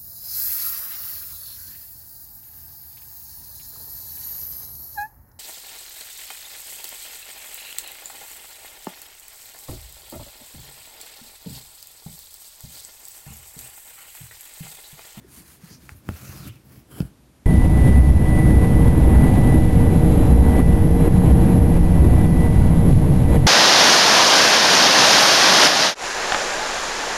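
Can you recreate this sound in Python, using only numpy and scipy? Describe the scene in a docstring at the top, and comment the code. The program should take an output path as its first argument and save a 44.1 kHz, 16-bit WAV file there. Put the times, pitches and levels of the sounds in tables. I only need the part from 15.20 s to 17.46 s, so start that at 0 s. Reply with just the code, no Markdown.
"""One stitch of hand embroidery, close to the microphone in a quiet, small furnished room.
Needle and fingers rub over cloth stretched in a hoop, the needle ticks and pops through, and a long
thread is drawn after it with a scratchy hiss of fibres catching and slipping.
A last tug snaps the stitch tight, and the cloth thumps like a slack drum."""
import sys
import numpy as np
from scipy import signal
from scipy.fft import rfft, irfft, next_fast_len
from scipy.io import wavfile
from scipy.ndimage import uniform_filter1d

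SR = 44100
rng = np.random.default_rng(int(sys.argv[2]) if len(sys.argv) > 2 else 0)


def waveform_to_disk(signal):
    """Save audio, clipped to [-1, 1], as 16-bit WAV at the path in sys.argv[1]."""
    frames = np.transpose(np.atleast_2d(signal))
    scaled = np.clip(frames, -1, 1) * 32767
    samples = np.round(scaled).astype(np.int16)
    wavfile.write(sys.argv[1], SR, samples)


N = 99577
TIME = np.arange(N) / SR

# low drumming of rubbed cloth (frequency [Hz], relative level [dB])
DRUMMING = [(40, -16), (65, -2), (88, 0), (105, -7), (130, 6.5), (165, -7.5), (205, -3.5), (245, -9),
            (295, -7), (420, -24.5), (1500, -91)]


def amp(db):
    """Decibels to gain."""
    return 10 ** (np.asarray(db) / 20)


def unit(x):
    """Scales to rms 1."""
    return x / np.sqrt(np.mean(x ** 2) + 1e-20)


def fader(times, db):
    """A gain curve through points in dB, silent outside them."""
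    return amp(np.interp(TIME, times, db)) * (TIME > times[0]) * (TIME < times[-1])


def colour(x, spectrum, peak_hz=1000, peak_db=0, peak_octaves=0.34):
    """Filters by a spectrum with one optional broad peak; rms 1."""
    size = next_fast_len(N, True)
    octave = np.log2(np.fft.rfftfreq(size, 1 / SR) + 1)
    hz, db = np.transpose(spectrum)
    peak = peak_db * np.exp(-.5 * ((octave - np.log2(peak_hz)) / peak_octaves) ** 2)
    roll_off = 24 * np.maximum(np.log2(hz[0] + 1) - octave, 0)
    gain = amp(np.interp(octave, np.log2(hz + 1), db) + peak - roll_off)
    return unit(irfft(rfft(x, size) * gain, size)[:N])


def resonate(x, hz, width_hz):
    """A steep resonance that can follow a pitch curve; rms 1."""
    carrier = np.exp(2j * np.pi * np.cumsum(hz * np.ones(N)) / SR)
    pole = np.exp(-np.pi * width_hz / SR)
    return unit((carrier * signal.lfilter([1], np.poly([pole, pole]), x / carrier)).real)


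def room_tone(level_db=-53.5):
    """The steady low hush of the room behind the work."""
    # spectrum of the hush (frequency [Hz], relative level [dB])
    hush = [(25, -38), (42, -10), (62, 3.5), (90, -10), (130, -5), (180, -11), (290, -9), (420, -17.5),
            (700, -22.5), (1400, -28), (7500, -35.5), (9500, -33.5), (13300, -36), (15800, -59)]
    return amp(level_db) * colour(rng.standard_normal(N), hush)


def room_tail(x, t60=0.27, level_db=-16.5):
    """The short tail of a small furnished room, faint at this close distance."""
    t = np.arange(SR // 2) / SR
    tail = rng.standard_normal(len(t)) * np.exp(-np.log(1000) * t / t60) * (t > .006)
    return amp(level_db) * signal.fftconvolve(x, tail / np.linalg.norm(tail))[:N]


def drift(x, depth_db=1.5, patch_hz=350, patch_s=.045):
    """The contact point moves over the weave, so small resonances come and go."""
    frames = signal.stft(x, nperseg=512)[2]
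    patches = uniform_filter1d(rng.standard_normal(frames.shape), round(patch_hz * 512 / SR), axis=0)
    patches = uniform_filter1d(patches, round(patch_s * SR / 256), axis=1)
    return signal.istft(frames * amp(depth_db * unit(patches)), nperseg=512)[1][:N]


def friction(fibres_per_s=5000, spread_db=3, smooth_share=0.59, uneven_db=1.0):
    """Thousands of fibres catching and slipping under slightly uneven pressure."""
    catches = (rng.random(N) < fibres_per_s / SR) * rng.choice([-1, 1], N)
    catches = catches * amp(spread_db * np.minimum(rng.exponential(1, N), 6))
    pressure = unit(uniform_filter1d(rng.standard_normal(N), size=400))
    rub = np.sqrt(1 - smooth_share) * unit(catches) + np.sqrt(smooth_share) * rng.standard_normal(N)
    return drift(rub) * amp(uneven_db * pressure)


def strokes(rows, spectrum):
    """Each stroke speeds up and slows down, hissing and making the cloth drum."""
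    out = np.zeros(N)
    for start, peak, end, db, squeak_hz, squeak_db, drum_db in rows:
        speed = np.sin(np.pi / 2 * np.interp(TIME, [start, peak, end], [0, 1, 0])) ** 2.12
        rub = friction()
        hiss = amp(db) * colour(rub, spectrum, squeak_hz, squeak_db)
        out += speed * (hiss + amp(drum_db) * colour(rub, DRUMMING))
    return out


def cloth_scrapes():
    """Needle and fingers rub over the stretched cloth."""
    # strokes (start [s], peak [s], end [s], hiss [dB], squeak [Hz], squeak boost [dB], drumming [dB])
    scrapes = [(-.06, .05, 0.19, -63.5, 1550, 10, -58.5), (.05, .172, 0.27, -45.5, 9600, 5.5, -52),
               (.21, .295, 0.43, -49, 10100, 3.5, -61), (.36, .47, 0.63, -51, 1720, 4.5, -60.5),
               (.47, .525, 0.6, -49.5, 5350, 14, -46), (.55, .64, 0.804, -55, 6000, -1, -53.5),
               (.66, .72, 0.76, -55, 1360, 7.5, -69), (.72, .77, 0.83, -56, 11900, 13, -68.5)]
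    # hiss of the cloth (frequency [Hz], relative level [dB])
    spectrum = [(400, -18), (750, -5), (1300, -1.5), (2400, -3.5), (3800, -6), (4500, -2), (5500, -6),
                (6400, -2.5), (7500, -6), (9500, -3), (11700, -5), (12800, -1), (14400, -8.5),
                (15600, -6.5)]
    return strokes(scrapes, spectrum)


def needle_ticks(splinter_s=.0011):
    """Needle and thread snap past the weave: a click, a splinter of fibre noise, a ring of the hoop."""
    # snaps (time [s], level [dB], pitch [Hz], width [cycles], splinter gain [dB], ring gain [dB])
    ticks = [(0.56, -59, 7020, .5, -3, -18), (1.3587, -45, 9100, 0.46, -6.5, -29),
             (.6929, -25, 1910, 0.53, -16.5, -18), (.8897, -21.5, 1480, 0.54, -16, -14),
             (1.8041, -31, 4850, 1.75, -5.5, -5.5), (1.8187, -43, 2900, 0.43, 1, -2)]
    # modes of the hoop (frequency [Hz], relative level [dB], t60 [s])
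    hoop = [(849, -3, 0.084), (1130, -23, 0.023), (1420, 5.5, 0.023), (1890, -17, 0.063), (2640, 4, 0.02),
            (3040, 5, 0.01), (4920, -6, 0.029)]
    out = np.zeros(N)
    for at, db, hz, cycles, splinter_db, ring_db in ticks:
        t = TIME - at
        after = np.maximum(t, 0)
        snap = np.exp(-.5 * (t * hz / cycles) ** 2) * np.cos(2 * np.pi * hz * t)
        splinter = amp(splinter_db) * np.exp(-abs(t) / splinter_s) * rng.standard_normal(N)
        ring = sum(amp(mode_db) * np.exp(-np.log(1000) * after / t60)
                   * np.sin(2 * np.pi * mode_hz * after) for mode_hz, mode_db, t60 in hoop)
        out += amp(db) * (snap + splinter + .5 * amp(ring_db) * ring)
    return out


def cloth_thumps():
    """The jolted cloth rings briefly as a membrane; its pitch depends on how the fingers hold it."""
    # jolts (time [s], gain [dB], lowest mode [Hz], t60 [s], rise [s], overtone tilt [dB/octave])
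    jolts = [(.044, -31.5, 363, 0.033, 0.0067, -8), (.172, -40.5, 239, 0.052, 0.0037, -10),
             (0.197, -37, 165, 0.063, 0.0042, -4.5), (0.4329, -25, 170.5, 0.05, 0.0087, -25),
             (0.507, -32, 168, 0.045, 0.0038, 3.5), (0.717, -30.5, 71, 0.077, 0.0039, -17),
             (0.748, -33, 91, 0.07, 0.0053, -7), (0.878, -52, 112, 0.025, 0.0065, -17),
             (0.8899, -25, 94.7, .11, 0.00066, 5), (0.933, -29, 76, 0.13, 0.0044, -23),
             (1.092, -32, 91, 0.073, 0.0019, -16), (1.199, -35.5, 135, 0.15, 0.0021, -15),
             (1.269, -32.5, 129, 0.051, .003, -3), (1.29, -31.5, 110, 0.12, 0.0029, -19),
             (1.357, -38, 135, 0.059, 0.0036, -14), (1.574, -28, 120, 0.035, 0.004, -10),
             (1.8043, -10, 156, 0.035, 0.0012, -32), (1.8265, -23, 143.6, 0.033, 0.0008, -24),
             (1.8488, -25.5, 132.6, 0.045, 0.0029, -25), (1.807, -15, 56, .11, 0.018, -8)]
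    # modes of the cloth (frequency [ratio], relative level [dB], decay time [share of t60])
    modes = [(1, 5.5, 0.91), (1.6, -0.5, 0.6), (2.1, 1, 0.41), (3.15, -9.5, 0.31), (4.6, -25, 0.43),
             (6.2, -24.5, 0.63)]
    t = np.arange(SR // 4) / SR
    out = np.zeros(N)
    for at, db, hz, t60, rise_s, tilt in jolts:
        ring = sum(amp(mode_db + tilt * np.log2(ratio)) * np.exp(-np.log(1000) * t / (t60 * share))
                   * np.sin(2 * np.pi * hz * ratio * t) for ratio, mode_db, share in modes)
        thump = amp(db) * (1 - np.exp(-(t / rise_s) ** 2)) * ring
        start = round(at * SR)
        out[start:start + len(t)] += thump[:N - start]
    return out


def thread_tugs():
    """The thread slides through the weave in short pulls."""
    # slides (start [s], peak [s], end [s], hiss [dB], squeak [Hz], squeak boost [dB], drumming [dB])
    tugs = [(1.255, 1.277, 1.294, -44, 9400, 13, -46), (1.42, 1.47, 1.5, -58, 1000, -3, -48),
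            (1.43, 1.54, 1.68, -52, 13000, -4, -50.5)]
    # hiss of the slides (frequency [Hz], relative level [dB])
    spectrum = [(400, 2.5), (2300, 0.5), (3800, -8), (5100, -1), (6800, -7.5), (10000, -2), (10900, 3.5),
                (11800, 1), (12750, 9.5), (13700, -6), (15500, 4.5)]
    return strokes(tugs, spectrum)


def thread_draw():
    """The long thread runs through the weave with a broad falling zip and shakes the cloth."""
    # course of the draw (time [s], hiss [dB], drumming [dB])
    draw = [(0.801, -73, -75), (.86, -57.5, -48.5), (0.903, -52.5, -31), (.965, -45.5, -58),
            (1.03, -46, -44.5), (1.09, -44.5, -46), (1.15, -45, -41), (1.225, -47.5, -40),
            (1.279, -44.5, -36.5), (1.309, -59.5, -54), (1.36, -61, -59), (1.43, -72, -76)]
    # hiss of the running thread (frequency [Hz], relative level [dB])
    spectrum = [(350, -3.5), (600, 2.5), (900, -3.5), (1400, 4.5), (2000, -5), (2500, 1.5), (3300, -7.5),
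                (4700, -4), (8800, -6), (11000, -4), (12700, -2.5), (15600, -5.5)]
    # the thread's ring falls as its free length grows (time [s], pitch [Hz], level [dB])
    falling_zip = [(.93, 7430, -74), (1.065, 6500, -54), (1.14, 5700, -58), (1.225, 4400, -54.5),
                   (1.262, 3500, -53), (1.29, 2850, -53.5), (1.33, 2680, -63), (1.37, 2500, -62.5),
                   (1.42, 2400, -80)]
    times, hiss_db, drum_db = np.transpose(draw)
    zip_s, zip_hz, zip_db = np.transpose(falling_zip)
    ring = fader(zip_s, zip_db) * resonate(friction(), np.interp(TIME, zip_s, zip_hz), width_hz=1700)
    hiss = fader(times, hiss_db) * colour(friction(), spectrum)
    return ring + hiss + fader(times, drum_db) * colour(friction(), DRUMMING)


def stitch_tightening():
    """At full length the taut thread rasps on steady resonances while the stitch closes."""
    # course of the last tug (time [s], hiss [dB], drumming [dB])
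    last_tug = [(1.67, -65, -78), (1.698, -60.5, -48.5), (1.718, -46, -58), (1.737, -49, -46.5),
                (1.774, -44, -42.5), (1.817, -46.5, -39), (1.835, -53.5, -47), (1.862, -52.5, -63),
                (1.911, -69, -52)]
    # hiss of the taut thread (frequency [Hz], relative level [dB])
    spectrum = [(300, 17), (600, 4.5), (1000, 2.5), (1500, -5.5), (2300, -5.5), (4000, -11), (5000, -4),
                (6200, -15.5), (7800, -4.5), (10000, -6.5), (10900, 1.5), (12700, -1.5), (13500, -16),
                (15500, -4)]
    # its resonances (frequency [Hz], width [Hz], level against the hiss [dB])
    taut_rings = [(1434, 440, -11.5), (3110, 410, -14), (10760, 790, -13)]
    times, hiss_db, drum_db = np.transpose(last_tug)
    rings = sum(amp(db) * resonate(friction(), hz, width) for hz, width, db in taut_rings)
    rasp = fader(times, hiss_db) * (colour(friction(), spectrum) + rings)
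    return rasp + fader(times, drum_db) * colour(friction(), DRUMMING)


def scene():
    """One stitch in close-up, in mono, over the room tone."""
    stitch = cloth_scrapes() + thread_draw() + stitch_tightening() + thread_tugs()
    stitch += needle_ticks() + cloth_thumps()
    return (stitch + room_tail(stitch) + room_tone())[None]


def record(dry):
    """The microphone's bass roll-off and a steep band limit."""
    low_cut_hz, band_edge_hz = 60.4, 15850
    thinned = signal.sosfilt(signal.butter(2, low_cut_hz, "highpass", fs=SR, output="sos"), dry)
    band_limit = signal.firwin(1601, band_edge_hz, window=("kaiser", 9), fs=SR)
    return signal.oaconvolve(thinned, band_limit[None], "same")


dry = scene()
out = record(dry)
waveform_to_disk(out)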